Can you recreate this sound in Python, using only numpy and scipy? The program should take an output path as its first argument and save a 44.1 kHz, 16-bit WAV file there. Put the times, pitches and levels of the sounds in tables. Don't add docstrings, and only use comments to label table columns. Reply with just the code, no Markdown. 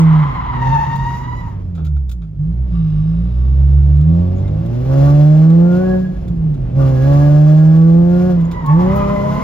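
import sys
import numpy as np
from scipy import signal
from scipy.fft import rfft, irfft, next_fast_len
from scipy.io import wavfile
from scipy.ndimage import uniform_filter1d, minimum_filter1d

SR = 44100
rng = np.random.default_rng(int(sys.argv[2]) if len(sys.argv) > 2 else 0)


def log_audio(samples):
    frames = np.atleast_2d(samples).T
    limited = np.clip(frames, -1, 1)
    pcm = np.round(limited * 32767).astype(np.int16)
    wavfile.write(sys.argv[1], SR, pcm)


N = 415863
T = np.arange(N) / SR
FFT_SIZE = next_fast_len(N, True)
HZ = np.fft.rfftfreq(FFT_SIZE, 1 / SR)


def amp(db):
    return 10 ** (np.asarray(db) / 20)


def unit(x):
    return x / np.sqrt(np.mean(x ** 2) + 1e-20)


def along(rows, at=T):
    points, *columns = np.transpose(rows)
    return [np.interp(at, points, column) for column in columns]


def response(rows, hz):
    points_hz, *columns = np.transpose(rows)
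    return [amp(np.interp(np.log(hz + 1), np.log(points_hz + 1), db)) for db in columns]


def filtered(x, gain):
    return irfft(rfft(x, FFT_SIZE) * gain, FFT_SIZE)[..., :N]


def noise(colour, pulse=1):
    return filtered(rng.standard_normal(N) * pulse, response(colour, HZ)[0])


def wander(rate_hz):
    knots = rng.standard_normal(16384)
    return unit(np.interp(2 * rate_hz * T, np.arange(len(knots)), knots))


def during(rows, fade_s=0.014):
    return np.clip(1 + np.minimum(T - rows[0][0], rows[-1][0] - T) / fade_s, 0, 1)


def rise_and_fade(start, rise_s, release, fade_s):
    return np.clip((T - start) / rise_s, 0, 1) * np.exp(-np.maximum(T - release, 0) / fade_s)


def add(mix, start, sound):
    part = mix[round(start * SR):][:len(sound)]
    part += sound[:len(part)]


# press and lift times in seconds, depth from 0 to 1,
# rise and fall times in seconds.
PRESSES = [(-.1, -0.002, 0.92, .05, 0.2), (0.471, 0.704, 0.51, 0.14, 0.082),
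           (2.337, 2.645, 0.32, 0.062, 0.09), (2.545, 4.1, 0.42, .2, .1), (3.949, 4.9, 0.66, 0.17, .1),
           (4.702, 5.949, 0.91, .2, 0.11), (6.696, 8.312, 0.91, 0.1, 0.11),
           (8.658, 9.44, 0.88, 0.08, 0.086)]

def pedal():
    presses = [depth * rise_and_fade(down, rise, lift, fall) for down, lift, depth, rise, fall in PRESSES]
    return np.clip(np.max(presses, 0), 0, 1)


def torque_db(throttle, drag=0.28, knee=0.39, coasting_db=-21.5):
    torque = 1 - (1 + drag) * np.exp(-throttle / knee)
    return 20 * np.log10(np.hypot(torque, amp(coasting_db)))


# multiple of the crankshaft's speed, relative level in dB.
EXHAUST_TONES = [(1, -31.5), (1.5, -14), (2, -10.5), (2.5, -18), (3, 8), (3.5, -18), (4, -18.5),
                 (4.5, -8.5), (6, 4), (9, 2.5), (12, -31)]
# frequency in Hz, gain in dB.
CABIN_AIR = [(25, -30), (40, -29.5), (52, -18), (60, -9.5), (71, -1.5), (80, -9), (92, -13), (113, -17.5),
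             (128, -12.5), (150, -1), (164, -2.5), (183, -11), (203, -20), (216, -27.5), (245, -14),
             (330, -65.5)]

def exhaust_boom(firing_hz, firings, throttle, uneven_db, gain_db=-6, silencer_hz=176.9):
    out = np.zeros(N)
    for crank_multiple, db in EXHAUST_TONES:
        multiple = crank_multiple / 3
        hz = multiple * firing_hz
        shake, lift_db = (0.072, 0) if multiple % 1 == 0 else (0.3, uneven_db)
        dull_db = -5 * max(multiple - 1, 0) * (1 - throttle) ** 4
        muffled_db = -7.5 * (multiple > 1) * np.clip((hz - silencer_hz) / 10 + .5, 0, 1)
        size = amp(db + lift_db + dull_db + muffled_db) * response(CABIN_AIR, hz)[0]
        out += size * (1 + shake * wander(11)) * np.cos(2 * np.pi * (multiple * firings + rng.random()))
    return amp(gain_db + torque_db(throttle)) * out


# frequency in Hz, gain in dB.
ENGINE_WALL = [(190, -59.5), (245, -31.5), (270, -32), (290, -25.5), (315, -28), (335, -25), (385, -28),
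               (425, -49), (450, -47.5), (500, -30.5), (570, -29.5), (615, -30), (660, -44), (725, -38),
               (815, -44.5), (865, -44.5), (915, -51.5), (990, -53), (1075, -50), (1155, -43.5),
               (1250, -59), (1350, -58), (1410, -52), (1480, -52), (1600, -65.5), (1900, -67),
               (2600, -77.5)]

def engine_growl(firing_hz, firings, level_db, shut):
    out = np.zeros(N)
    jittered = firings + .004 * wander(70)
    for k in range(4, 29):
        hz = k / 2 * firing_hz
        contrast_db = (-8 if k % 2 else 5) / (1 + (hz / 1500) ** 4)
        dull_db = -4 * shut * np.log2(k / 4)
        size = response(ENGINE_WALL, hz)[0] * amp(contrast_db + dull_db)
        angle = 2 * np.pi * (k / 2 * jittered + rng.random())
        rough = .36 * hz / 1300
        tone = (1 + rough * wander(20)) * np.cos(angle) + rough * wander(30) * np.sin(angle)
        out += size * tone / np.hypot(1, rough)
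    return amp(level_db) * out


# frequency in Hz, width in Hz, strength in dB.
AIR_DUCTS = [(1150, 60, -1), (2780, 70, -4), (3440, 45, 5), (4090, 60, 5), (4440, 80, -9), (5260, 90, -5),
             (5900, 120, -7)]

def ducted_air(colour, firings, gulp):
    air = noise(colour, pulse=1 + gulp * np.cos(2 * np.pi * firings))
    ringing = sum(amp(db) / (1 + 2j * (HZ - hz) / width) for hz, width, db in AIR_DUCTS)
    return filtered(air, 1 + ringing)


# frequency in Hz, relative level in dB.
INTAKE_COLOUR = [(200, -17), (500, 19), (800, 9.5), (1150, 7.5), (1500, 5.5), (2100, 1.5), (2800, -1.5),
                 (4000, -6.5), (5250, -4.5), (5520, -10.5), (5900, -8), (7200, -11.5), (8600, -26),
                 (10000, -16.5), (13000, -14), (15500, -19)]

def intake_hiss(firings, treble_db, flicker_db=2.0):
    air = ducted_air(INTAKE_COLOUR, firings, gulp=0.064)
    treble = filtered(air, (HZ > 4200) & (HZ < 7500))
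    return amp(treble_db + flicker_db * np.tanh(wander(25))) * air / np.std(treble)


# time in seconds, rumble level in dB, tread roar level in dB.
ROAD_LEVELS = [(0, -26, -37), (.85, -22, -45), (1.5, -27, -43), (2.25, -34.5, -62), (2.55, -26.5, -47),
               (3.2, -29, -43.5), (4.9, -25, -35.5), (5.7, -34, -32), (6.35, -20.5, -41),
               (6.85, -21.5, -34.5), (7.5, -33, -35.5), (8.1, -30, -36.5), (8.9, -21.5, -33.5),
               (9.43, -26.5, -28)]
# frequency in Hz, relative level in dB.
RUMBLE_COLOUR = [(18, -33.5), (32, -12.5), (42, 5.5), (68, 4), (100, -4), (160, 1), (220, -15), (350, -21),
                 (1200, -80)]
ROAR_COLOUR = [(130, -25), (230, 1.5), (350, -9.5), (600, -12.5), (850, -21), (1200, -28.5), (3000, -37),
               (12000, -71)]

def road_noise():
    rumble_db, roar_db = along(ROAD_LEVELS)
    rumble = amp(rumble_db - 0.5 * np.tanh(wander(9.8))) * unit(noise(RUMBLE_COLOUR))
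    roar = amp(roar_db + 1.3 * np.tanh(wander(12))) * unit(noise(ROAR_COLOUR))
    return rumble + roar


# time in seconds, level in dB.
TYRE_SLIDES = [
    [(0, -30), (.3, -31.5), (.55, -32), (.8, -36), (1.1, -39.5), (1.45, -46.5), (1.62, -55)],
    [(8.35, -49.5), (8.62, -41.5), (8.72, -37), (8.88, -33), (9.05, -35), (9.25, -37), (9.43, -38)],
]
# frequency in Hz, relative level in dB.
SCRUB_COLOUR = [(300, -26.5), (560, -31.5), (720, -2.5), (980, 6), (1220, 2), (1450, -6), (1750, -10),
                (2040, -5.5), (2400, -17.5), (3100, -17.5), (4000, -25), (7000, -60.5), (12000, -85)]

def tyre_scrub(rows, grab_db=2.0):
    rubber = unit(noise(SCRUB_COLOUR))
    return during(rows) * amp(along(rows)[0] + grab_db * wander(30)) * rubber


# time in seconds, pitch in Hz, relative level in dB, roughness from 0 to 1.
TYRE_SQUEALS = [
    [(0, 1051, -40.5, 1), (.48, 1006, -29.5, 0.59), (.58, 947.2, -27.5, .5), (.675, 918, -20.5, 0.4),
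     (.705, 926.5, -31, .3), (.73, 907.7, -16.5, .3), (.79, 906, -24, 0.1), (.84, 923.6, -24, 0.5),
     (.87, 910.3, -29, .5), (.925, 924, -20, 0), (.97, 929, -27, .3), (1.03, 936, -24.5, 0.17),
     (1.11, 944, -27, .3), (1.17, 957, -36.5, 0.5), (1.41, 985, -34.5, 0.5), (1.55, 919, -46, 0.7)],
    [(.62, 919, -32.5, 0.58), (.68, 895, -30, .5), (.78, 873.2, -26.5, .5), (.9, 915.3, -35.5, 0.53),
     (1, 931.4, -33, .4), (1.14, 935, -33, 0.5), (1.4, 985.7, -39.5, 0), (1.48, 968, -49, .5)],
    [(8.39, 1017, -46.5, .2), (8.5, 985, -48, 0.1), (8.54, 984, -35.5, 0.1), (8.58, 994, -33.5, 0.4),
     (8.63, 948, -33, 0.3), (8.67, 919, -38.5, 0.5), (8.715, 862, -24, 0.5), (8.77, 895, -32.5, 0.8),
     (8.89, 823, -40.5, 0.7)],
    [(8.64, 1087, -45.5, 0.4), (8.685, 1089, -25, 0), (8.71, 1114, -21.5, .2), (8.74, 1105, -33.5, .4),
     (8.79, 1130, -28.5, 0.1), (8.84, 1153, -44, 0.7)],
    [(8.92, 1245, -36.5, .5), (9.05, 1224, -30.5, .5), (9.16, 1260, -44, .6)],
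    [(8.8, 975, -33, .5), (8.88, 985, -38, .4), (8.96, 1009, -30, 0.3), (9.2, 1021, -32.5, 0.2),
     (9.32, 1003, -32, 0.5), (9.43, 1052, -29, 0.5)],
]
SQUEAL_BRIGHTNESS = [0, 3.5, -1.5, -17, -4, -2]
SQUEAL_HARMONICS = [0.5, -12, -25, -32.5, -38, -44, -43.5]

def tyre_squeal(rows, tilt_db, gain_db=-1, chatter_db=2.4):
    pitch_hz, level_db, rough = along(rows)
    waver = .016 * wander(40) + .056 * wander(260)
    cycles = np.cumsum(pitch_hz * (1 + rough * waver)) / SR
    on = during(rows) > 0
    tone = np.zeros(N)
    for k, db in enumerate(SQUEAL_HARMONICS, 1):
        flicker_db = 3.5 * np.tanh(wander(35)[on])
        tone[on] += amp(db + tilt_db * np.log2(k) + flicker_db) * np.sin(2 * np.pi * k * cycles[on])
    return during(rows) * amp(level_db + gain_db + chatter_db * np.tanh(wander(32))) * np.sqrt(2) * tone


# frequency in Hz, relative level in dB.
GRIT_COLOUR = [(900, -25), (2000, 6.5), (3500, -10.5), (5000, -2.5), (7200, -5.5), (8600, -30.5),
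               (10000, -13.5), (13000, -11.5), (15500, -16)]

def tyre_grit(rows, grit_db=-54.5, patchy_db=3):
    squeal_db = along(rows)[1]
    swell_db = 0.72 * (squeal_db - squeal_db.max())
    return during(rows) * amp(grit_db + swell_db + patchy_db * wander(4.7)) * unit(noise(GRIT_COLOUR))


# start in seconds, peak level in dB, seconds to fade by 60 dB,
# brightness in dB per octave.
KNOCKS = [(.955, -36, 0.093, 0)  , (1.749, -42, 0.14, -3), (1.774, -28, 0.33, -11), (1.846, -40, 0.13, -1),
          (1.865, -37, 0.043, -4), (1.963, -40, 0.09, -6.5), (2.092, -37, 0.05, 0),
          (2.113, -34, 0.061, 1.5), (2.217, -42, 0.13, -7.5), (3.968, -43, 0.044, 0),
          (4.009, -43, 0.042, 0), (4.38, -46.5, 0.11, -3.5), (4.477, -37.5, 0.05, -5),
          (4.66, -41.5, 0.033, 1), (5.502, -34.5, 0.022, -2), (6.278, -40, 0.058, -1.5),
          (6.54, -46, 0.065, -3), (7.762, -39, 0.042, 2.5), (8.405, -43.5, 0.071, -1),
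          (8.512, -32, 0.08, -3), (8.66, -35, 0.042, 4), (8.96, -34, 0.11, 9.5)]
# frequency in Hz, width in Hz, strength in dB.
TRIM_RESONANCES = [(600, 550, 5.5), (1360, 140, 15), (2380, 460, 6), (3480, 600, 11.5), (4800, 590, -3),
                   (6440, 400, 3.5), (11100, 2600, -4.5), (14200, 2200, -3.5)]

def loose_clicks(rise_s=0.0029):
    out = np.zeros(N)
    t = np.arange(SR // 4) / SR
    hz = np.fft.rfftfreq(len(t), 1 / SR)
    trim = sum(amp(db) / (1 + 2j * (hz - f) / width) * hz / (hz + f) for f, width, db in TRIM_RESONANCES)
    for start, db, fade_s, tilt_db in KNOCKS:
        contact = rng.standard_normal(len(t)) * amp(-60 * t / fade_s) * (1 - np.exp(-t / rise_s))
        knock = irfft(rfft(contact) * trim * amp(tilt_db * np.log2(hz + 100)), len(t))
        add(out, start, amp(db) * knock / abs(knock).max())
    return out


# time in seconds, level in dB.
RASP_LEVELS = [(2.63, -71.5), (2.74, -53.5), (3.25, -56), (3.7, -57), (4.4, -60), (4.85, -60)]
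# frequency in Hz, relative level in dB.
RASP_AIR_COLOUR = [(700, -6.5), (1170, 6), (1450, 2.5), (2050, -5.5), (2900, -2), (3420, -9), (3700, 1.5),
                   (3950, -4), (4120, -20), (4600, -9), (5280, -8), (5480, -24), (5900, -17), (6500, -19),
                   (9000, -29)]

def throttle_rasp(firings):
    air = ducted_air(RASP_AIR_COLOUR, firings, gulp=0.23)
    return during(RASP_LEVELS) * amp(along(RASP_LEVELS)[0]) * unit(air)


# start in seconds, fade time in seconds, level in dB.
INTAKE_WHISTLES = [(2.72, 0.31, -53), (4.9, .2, -47.5), (6.78, 0.066, -33)]
# pitch in Hz, width in Hz, relative level in dB.
WHISTLE_PITCHES = [(1173, 26, 2.5), (1430, 27, -6.5), (2780, 50, -21.5)]

def intake_whistle(rise_s=0.019):
    peaks = sum(amp(db) / (1 + ((HZ - hz) / width) ** 2) for hz, width, db in WHISTLE_PITCHES)
    tones = unit(filtered(rng.standard_normal(N), peaks))
    return tones * sum(amp(db) * rise_and_fade(s, rise_s, s, fade) for s, fade, db in INTAKE_WHISTLES)


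# start in seconds, length in seconds, pitch in Hz, level in dB.
TRIM_SQUEAKS = [(4.348, 0.061, 6700, -67), (4.416, 0.1, 2109, -60), (8.439, 0.028, 6930, -61),
                (8.945, 0.034, 12590, -52.5)]

def trim_squeaks(spread=.012):
    out = np.zeros(N)
    for start, length, hz, db in TRIM_SQUEAKS:
        n = round(length * SR)
        off_pitch = np.fft.rfftfreq(n, 1 / SR) / hz - 1
        tone = irfft(rfft(rng.standard_normal(n)) / (1 + (off_pitch / spread) ** 2), n)
        add(out, start, amp(db) * unit(tone * np.hanning(n)))
    return out


# time in seconds, level in dB.
METAL_RINGS = [
    [(4.85, -73), (4.94, -49), (5.03, -57), (5.42, -54), (5.74, -59.5), (5.9, -36.5), (6.24, -68)],
    [(6.86, -58), (6.97, -43.5), (7.15, -48.5), (7.57, -44.5), (7.77, -47), (7.86, -68), (8.22, -48),
     (8.4, -62)],
]

def metal_ring(rows, pitch_hz=1660, waver_hz=7, shimmer_db=3.5):
    cycles = np.cumsum(pitch_hz + waver_hz * wander(20)) / SR
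    tone = np.sqrt(2) * np.sin(2 * np.pi * cycles)
    return during(rows) * amp(along(rows)[0] + shimmer_db * wander(18)) * tone


# start in seconds, length in seconds, level in dB.
ENGINE_WHINES = [(5.637, 0.26, -39), (8.093, .28, -47.5)]

def engine_whine(firings, multiple=8, shimmer_db=3.5):
    swell = np.zeros(N)
    for start, length, db in ENGINE_WHINES:
        progress = np.clip((T - start) / length, 0, 1)
        swell += amp(db) * np.sqrt(abs(np.sin(np.pi * progress)))
    return swell * amp(shimmer_db * wander(22)) * np.sin(2 * np.pi * multiple * firings)


def reflections(x, fade_s):
    t = np.arange(SR // 5) / SR
    echoes = rng.standard_normal(len(t)) * amp(-60 * t / fade_s)
    return signal.oaconvolve(x, echoes / np.linalg.norm(echoes))[:N]


# frequency in Hz, stereo width in dB, left over right in dB.
STEREO_SPREAD = [(60, -13.5, -2), (183, -11, -2), (247, 8.5, -6), (293, -4.5, -1), (410, 1, 0.5),
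                 (950, 2.5, 0), (1380, -2, -0.8), (4000, -3, 2.5), (7960, 4.5, 2), (12000, -3, -2.5)]

def stereo_pair(centre, around, share=.6):
    width, balance = response(STEREO_SPREAD, HZ)
    side = np.array([width, -width])
    lean = np.array([balance, 1 / balance]) ** .5
    scattered = np.sqrt(1 - share ** 2) * HZ ** 4 / (HZ ** 4 + 260 ** 4)
    return filtered(centre, lean * (1 + 1j * share * side)) + filtered(around, lean * side * scattered)


# firings per second, then growl, hiss and uneven burning in dB.
OPEN_THROTTLE = [(51.3, -26, -67.5, -10), (75, -2, -63, -12), (83, -1, -64, -2), (100, -5, -67.5, 0),
                 (127.4, -3.5, -57.5, -5), (136.2, 4, -53.5, -3), (144, 7, -50, 1.5), (155, 3.5, -52.5, -5),
                 (172.7, 1, -62, -1.5), (179, 2.5, -55, 2), (187, 4, -59.5, 5), (210, 6, -54, 6)]

def engine_levels(firing_hz, throttle, air_lag_s=.028):
    shut = 1 - throttle
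    growl_db, hiss_db, uneven_db = along(OPEN_THROTTLE, firing_hz)
    speed_db = 5.5 * np.log2(firing_hz / 154)
    shut_growl_db, shut_hiss_db, shut_lift_db = -23 + speed_db, -71.5 + speed_db, 1
    airflow = np.minimum(throttle, np.interp(T - air_lag_s, T, throttle))
    growl_db += (shut_growl_db - growl_db) * shut
    hiss_db += (shut_hiss_db - hiss_db) * (1 - airflow) ** 1.4
    return growl_db, hiss_db, uneven_db + shut_lift_db * shut


# time in seconds, cylinder firings per second.
ENGINE_SPEED = [(0, 164), (.21, 153), (.39, 113), (.47, 123), (.63, 126), (.79, 143), (1.31, 121),
                (1.49, 104), (1.8, 80.3), (2.1, 62.3), (2.38, 47.4), (2.62, 64.2), (2.82, 53.6),
                (2.98, 50.6), (3.23, 57.8), (3.62, 68.8), (3.98, 72.7), (4.1, 81.8), (4.5, 99.2),
                (4.924, 134.8), (5.104, 144.5), (5.364, 155), (5.714, 176.8), (5.83, 185.4), (5.96, 185.5),
                (6.2, 184), (6.48, 155), (6.68, 119), (6.78, 137), (6.86, 134), (6.99, 129.5), (7.096, 141),
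                (7.752, 160.7), (7.972, 169.4), (8.286, 182.3), (8.43, 165.6), (8.6, 174), (8.68, 141),
                (8.8, 176.5), (8.96, 199.3), (9.2, 200.3), (9.43, 216)]

def scene():
    firing_hz, throttle = along(ENGINE_SPEED)[0], pedal()
    growl_db, hiss_db, uneven_db = engine_levels(firing_hz, throttle)
    firings = np.cumsum(firing_hz * (1 + 0.0019 * wander(12))) / SR
    engine = exhaust_boom(firing_hz, firings, throttle, uneven_db)
    engine += engine_growl(firing_hz, firings, growl_db, shut=1 - throttle)
    engine += sum(metal_ring(rows) for rows in METAL_RINGS)
    engine += intake_whistle() + throttle_rasp(firings) + engine_whine(firings)
    squeals = sum(tyre_squeal(rows, tilt_db) + tyre_grit(rows)
                  for rows, tilt_db in zip(TYRE_SQUEALS, SQUEAL_BRIGHTNESS))
    squeals += .25 * reflections(squeals, fade_s=.07)
    direct = engine + squeals + road_noise() + loose_clicks() + trim_squeaks()
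    ahead, around = (intake_hiss(firings, hiss_db) + sum(tyre_scrub(rows) for rows in TYRE_SLIDES)
                     for _ in range(2))
    return stereo_pair(direct + ahead, reflections(direct, fade_s=.12) + around)


def record(dry, ceiling=.9, top_hz=15800):
    safe_gain = np.minimum(1, ceiling / (abs(dry).max(0) + 1e-9))
    smooth_gain = uniform_filter1d(minimum_filter1d(safe_gain, size=1400), size=1400)
    low_pass = signal.firwin(511, top_hz, window=("kaiser", 9), fs=SR)
    return signal.oaconvolve(dry * smooth_gain, low_pass[None], "same")


dry = scene()
out = record(dry)
log_audio(out)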